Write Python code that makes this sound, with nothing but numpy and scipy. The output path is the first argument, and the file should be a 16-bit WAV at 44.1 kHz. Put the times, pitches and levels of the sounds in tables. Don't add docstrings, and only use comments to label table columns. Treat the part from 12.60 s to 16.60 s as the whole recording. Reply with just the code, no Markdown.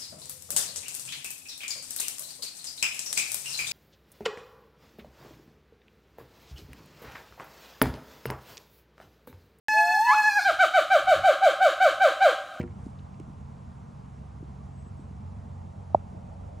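import sys
import numpy as np
from scipy import signal
from scipy.fft import rfft, irfft
from scipy.io import wavfile

SR = 44100
rng = np.random.default_rng(int(sys.argv[2]) if len(sys.argv) > 2 else 0)


def store_pcm(level_fs):
    pcm = np.round(np.clip(level_fs, -1, 1) * 32767).astype(np.int16)
    wavfile.write(sys.argv[1], SR, np.atleast_2d(pcm).T)


N = 176400
T = np.arange(N) / SR


def from_db(db):
    return 10 ** (np.asarray(db) / 20)


def rms_one(x):
    return x / np.sqrt(np.mean(x ** 2) + 1e-20)


def peak_one(x):
    return x / np.max(np.abs(x))


def in_time(rows):
    return np.interp(T, *np.transpose(rows))


def at_hz(rows, hz):
    freqs, values = np.transpose(rows)
    return np.interp(np.log(hz), np.log(freqs), values)


def bell(hz, centre_hz, octaves):
    return np.exp(-(np.log2(hz / centre_hz) / octaves) ** 2)


def pan(db):
    return from_db(np.array([[.5], [-.5]]) * db)


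def butter(x, hz, kind, order=2):
    sos = signal.butter(order, np.clip(hz, 10, .45 * SR), kind, fs=SR, output="sos")
    return signal.sosfilt(sos, x + 1e-18)


def drift(rate_hz):
    hop, run_in = 40, 2000
    pole = np.exp(-2 * np.pi * hop * rate_hz / SR)
    white = rng.standard_normal(N // hop + run_in + 2)
    slow = signal.lfilter([1], [1, -2 * pole, pole * pole], white)[run_in:]
    return np.interp(np.arange(N) / hop, np.arange(len(slow)), rms_one(slow))


def click(start):
    return 1.0 * (np.arange(N) == max(int(start * SR), 0))


def ring(x, hz, t60):
    pole, angle = from_db(-60 / (t60 * SR)), 2 * np.pi * hz / SR
    return signal.lfilter([0, np.sin(angle)], [1, -2 * pole * np.cos(angle), pole * pole], x + 1e-18)


# (frequency [Hz], left-right correlation [-1..1])
NOISE_CORRELATION = [(60, 0.99), (200, 0.97), (300, 0.87), (420, 0.65), (600, -0.38), (850, -0.43),
                     (1250, 0.13), (1700, 0.71), (2200, 1), (3300, .88), (5500, 1), (7600, .99),
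                     (8500, -0.57), (9600, 0.26), (10800, 0.57)]
# (frequency [Hz], left minus right [dB])
NOISE_BALANCE = [(60, -2), (220, -0.1), (420, 0.1), (800, -3), (1000, -0.5), (1300, -3), (2200, 0),
                 (11000, 0)]


def noise_bands(spectrum, flicker_db, count):
    edges = np.geomspace(spectrum[0][0], spectrum[-1][0], count + 1)
    centres = np.sqrt(edges[1:] * edges[:-1])
    white = rng.standard_normal((2, 2, N))
    bands = []
    for k, hz in enumerate(centres):
        mid, side = butter(white[k % 2], edges[k:k + 2], "band", order=3)
        alike = np.clip(at_hz(NOISE_CORRELATION, hz), -1, 1)
        stereo = np.sqrt(1 + alike) * mid + np.sqrt(1 - alike) * side * [[1], [-1]]
        gain = from_db(at_hz(spectrum, hz) + flicker_db * drift(17.6))
        bands.append(gain * pan(at_hz(NOISE_BALANCE, hz)) * stereo)
    return centres, np.array(bands) / np.std(sum(bands))


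# (frequency [Hz], relative level [dB])
HISS_SPECTRUM = [(1800, -0.5), (2300, 0), (3200, -4), (4500, -7), (7500, -7.5), (8600, -10), (10300, -13.5),
                 (11800, -23)]


def hiss():
    _, bands = noise_bands(HISS_SPECTRUM, flicker_db=1.0, count=20)
    return from_db(-70.5) * bands.sum(axis=0)


# (frequency [Hz], relative level [dB])
RUMBLE_SPECTRUM = [(22, -45), (30, -36), (40, -9.5), (52, -8), (86, 0.5), (118, -3.5), (150, -11.5),
                   (187, -3), (240, -13.5), (306, -23), (400, -23), (480, -33)]
# (time [s], gain [dB])
SUB_RIDE = [(0, -3), (.35, 0), (.7, -2), (1.3, -4), (1.7, 0), (2.4, -2.5), (3.1, -4), (4, 8.5)]


def rumble(shelf_hz=38):
    centres, bands = noise_bands(RUMBLE_SPECTRUM, flicker_db=1.6, count=13)
    sub_db = in_time(SUB_RIDE)
    heaving = sum(band * from_db(sub_db / (1 + (hz / shelf_hz) ** 4)) for hz, band in zip(centres, bands))
    return from_db(-45.5) * heaving


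# (frequency [Hz], relative level [dB])
RUSH_SPECTRUM = [(400, -4.5), (520, -7.5), (640, -4), (800, -1), (1000, -5), (1250, -11.5), (1600, -18.5),
                 (2200, -28)]
# (time [s], gain [dB])
RUSH_BODY_RIDE = [(0, 1.5), (1.2, -0.5), (2.3, -0.5), (3.3, 4), (4, 9)]
# (time [s], gain [dB])
RUSH_TOP_RIDE = [(0, 1), (1.2, 1), (2.3, 0), (3.2, 0.5), (4, -0.5)]


def rush(body_hz=600, top_hz=1100):
    body_db, top_db = in_time(RUSH_BODY_RIDE), in_time(RUSH_TOP_RIDE)
    out = 0
    for hz, band in zip(*noise_bands(RUSH_SPECTRUM, flicker_db=1.5, count=12)):
        eq_db = body_db * bell(hz, body_hz, octaves=0.46) + top_db * bell(hz, top_hz, octaves=0.37)
        out = out + from_db(eq_db) * band
    return from_db(-55.5) * out


# (time [s], firing rate [Hz])
FIRING_RATE = [(0, 47.21), (.6, 46.68), (1.2, 46.63), (2, 45.92), (2.7, 46.24), (3.3, 45.61), (4, 45.77)]
# (order [x firing rate], level [dB])
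STEADY_ORDERS = [(4, -54.5), (5, -66.5)]
# (time [s], level [dB])
THROB_RIDE = [(0, -45.5), (.7, -60), (1.3, -54), (1.8, -48.5), (2.4, -49), (3.2, -55), (4, -50)]
# (time [s], level [dB])
BOOM_RIDE = [(0, -40), (.4, -56.5), (.9, -64), (1.9, -58), (2.15, -46), (2.9, -42.5), (3.4, -45),
             (4, -45.5)]
# (time [s], level [dB])
DRONE_RIDE = [(0, -50), (.8, -48.5), (1.3, -51.5), (2.2, -46), (2.7, -50.5), (3.3, -51.5), (4, -52.5)]


def engine(wander=0.0068, flutter_db=0.5, smear_rad=0.47):
    cycles = rng.random() + np.cumsum(in_time(FIRING_RATE) * (1 + wander * drift(3.47))) / SR
    moving_orders = [(1.5, in_time(THROB_RIDE)), (2, in_time(BOOM_RIDE)), (3, in_time(DRONE_RIDE))]
    hum = 0
    for order, db in list(STEADY_ORDERS) + moving_orders:
        gain = np.sqrt(2) * from_db(db + flutter_db * drift(6.4))
        hum = hum + gain * np.sin(smear_rad * drift(4.1) - 2 * np.pi * order * cycles)
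    return pan(db=-1.3) * hum


# (frequency [Hz], right-channel phase lag [rad])
RIGHT_LAG = [(40, 0.15), (180, 0.56), (320, 0.36), (430, 0.72), (600, 0.052)]


def from_the_left(far):
    left, right = far
    bin_hz = np.arange(N + 1) * SR / (2 * N)
    lag = np.exp(-1j * at_hz(RIGHT_LAG, bin_hz + 1))
    mirrored = np.r_[right, right[::-1]]
    return np.array([left, irfft(rfft(mirrored) * lag)[:N]])


# (time [s], length [s], level [dB], pitch [Hz])
BIRD_NOTES = [(2.140, 0.12, -69.5, 7998), (2.253, 0.048, -69, 7860), (2.362, 0.098, -73, 7990)]


def bird(trill_hz=41.6, depth_hz=54.6):
    blur = 0.795 * np.array([drift(88), drift(89)])
    bend_hz = depth_hz * (np.sin(2 * np.pi * trill_hz * T) + blur)
    out = 0
    for start, length, db, hz in BIRD_NOTES:
        progress = np.clip((T - start) / length, 0, 1)
        envelope = np.sqrt(np.maximum(np.sin(np.pi * progress), 0))
        out = out + from_db(db) * envelope * np.sin(2 * np.pi * np.cumsum(hz + bend_hz, axis=1) / SR)
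    return out


# (time [s], drive [dB], grit relative to the click [dB], colour centre [Hz])
RAIL_BLOWS = [(.0005, -32, -24.5, 620), (0.0297, -35.5, -21, 1100), (0.0344, -31, -33, 327)]
# (frequency [Hz], gain [dB], decay to -60 dB [s])
RAIL_MODES = [(173, -9, 0.095), (250.5, 0.5, 0.24), (351.6, -0.5, 0.15), (396, -8.5, 0.1), (481, -9, 0.2),
              (618, -8, 0.062), (750, -16, 0.11), (900, -20, 0.18), (968, -18.5, 0.16), (1390, -12, 0.047)]


def knocks(grit_t60=0.075, colour_depth_db=13):
    bump = from_db(-19) * peak_one(butter(click(0.00079), [107, 275], "band"))
    wood = 0
    for start, db, grit_db, centre_hz in RAIL_BLOWS:
        envelope = (T >= start) * from_db(-60 * np.abs(T - start) / grit_t60)
        grit = from_db(grit_db) * envelope * rng.standard_normal(N)
        blow = from_db(db) * (click(start) + grit)
        for k, (hz, mode_db, t60) in enumerate(RAIL_MODES):
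            colour_db = colour_depth_db * (bell(hz, centre_hz, octaves=0.88) - 1)
            wood = wood + (-1) ** k * from_db(mode_db + colour_db) * ring(blow, hz, t60)
    return bump + wood


def case_tap(soft_hz, start=3.346):
    impulse = click(start)
    tap = butter(impulse, soft_hz, "low", order=3)
    hollow = peak_one(butter(tap, [560, 912], "band", order=3))
    tail = from_db(-12) * peak_one(ring(hollow, hz=580, t60=0.016))
    thump = from_db(-19) * peak_one(butter(tap, [109, 400], "band", order=4))
    edge = from_db(-48) * peak_one(butter(impulse, [2250, 2400], "band", order=1))
    return from_db(-4.5) * (hollow - tail) + thump + edge


def pop(left_lag_s=0.00024):
    left = np.interp(T - left_lag_s, T, case_tap(soft_hz=1500))
    return np.array([left, case_tap(soft_hz=1240)])


# (time [s], peak level [dB], centre [Hz], half-width [octaves], decay to -60 dB [s])
GRIT_TICKS = [(.004, -41.5, 1900, 0.66, 0.053), (.009, -38.5, 2100, 0.25, 0.043),
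              (0.014, -46.5, 3600, 1, 0.0097), (0.028, -42.5, 1600, 0.44, 0.055),
              (0.03, -55, 7000, .6, .008), (0.076, -50.5, 1770, 0.24, 0.045), (.107, -58, 2250, .2, .03),
              (0.2425, -59, 7460, 0.44, 0.013), (0.2606, -51, 5400, 0.46, .005),
              (.388, -57.5, 4000, 0.15, 0.02), (0.393, -54, 2780, 0.17, 0.027), (.543, -52, 2800, .5, .015),
              (.599, -53.5, 2660, 0.25, 0.022), (0.5994, -50, 6600, 0.4, 0.0084)]


def grit_ticks():
    out = 0
    for start, db, hz, octaves, t60 in GRIT_TICKS:
        envelope = (T >= start) * from_db(-60 * np.clip((T - start) / t60, 0, 2))
        burst = envelope * rng.standard_normal(N)
        out = out + from_db(db) * peak_one(butter(burst, [hz / 2 ** octaves, hz * 2 ** octaves], "band"))
    return out


def sand_spray(peak_s=0.26, spread_s=0.066, grains_per_s=1200):
    grains = rng.standard_normal(N) * (rng.random(N) < grains_per_s / SR)
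    envelope = np.exp(-((T - peak_s) / spread_s) ** 2)
    return from_db(-74) * envelope * rms_one(butter(grains, [4150, 9800], "band", order=4))


# (time [s], peak level [dB], pitch [Hz])
HOOF_FALLS = [(.265, -26, 228), (.600, -32.5, 315), (0.679, -37.5, 220), (.700, -35, 183),
              (1.584, -39, 109), (1.808, -38, 90), (1.827, -33.5, 301), (1.844, -37, 85), (2.264, -38, 201),
              (2.393, -36, 260), (2.51, -39.5, 228), (2.852, -46, 216), (3.545, -40.5, 313)]


def hooves(t60=0.026, push_hz=134, soft_hz=450):
    out = 0
    for start, db, hz in HOOF_FALLS:
        contact = click(start)
        thud = ring(contact, hz, t60) + from_db(-18) * ring(contact, push_hz, t60)
        muffled = butter(thud, soft_hz, "low", order=3)
        out = out + from_db(db) * peak_one(butter(muffled, 65, "high"))
    return out


def scene():
    background = from_the_left(rumble() + rush() + hiss() + engine())
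    horse = hooves() + grit_ticks() + sand_spray()
    return background + horse + knocks() + bird() + pop()


def record(dry):
    cutoff_hz = 12200
    return signal.sosfilt(signal.ellip(10, .1, 80, cutoff_hz, fs=SR, output="sos"), dry)


dry = scene()
out = record(dry)
store_pcm(out)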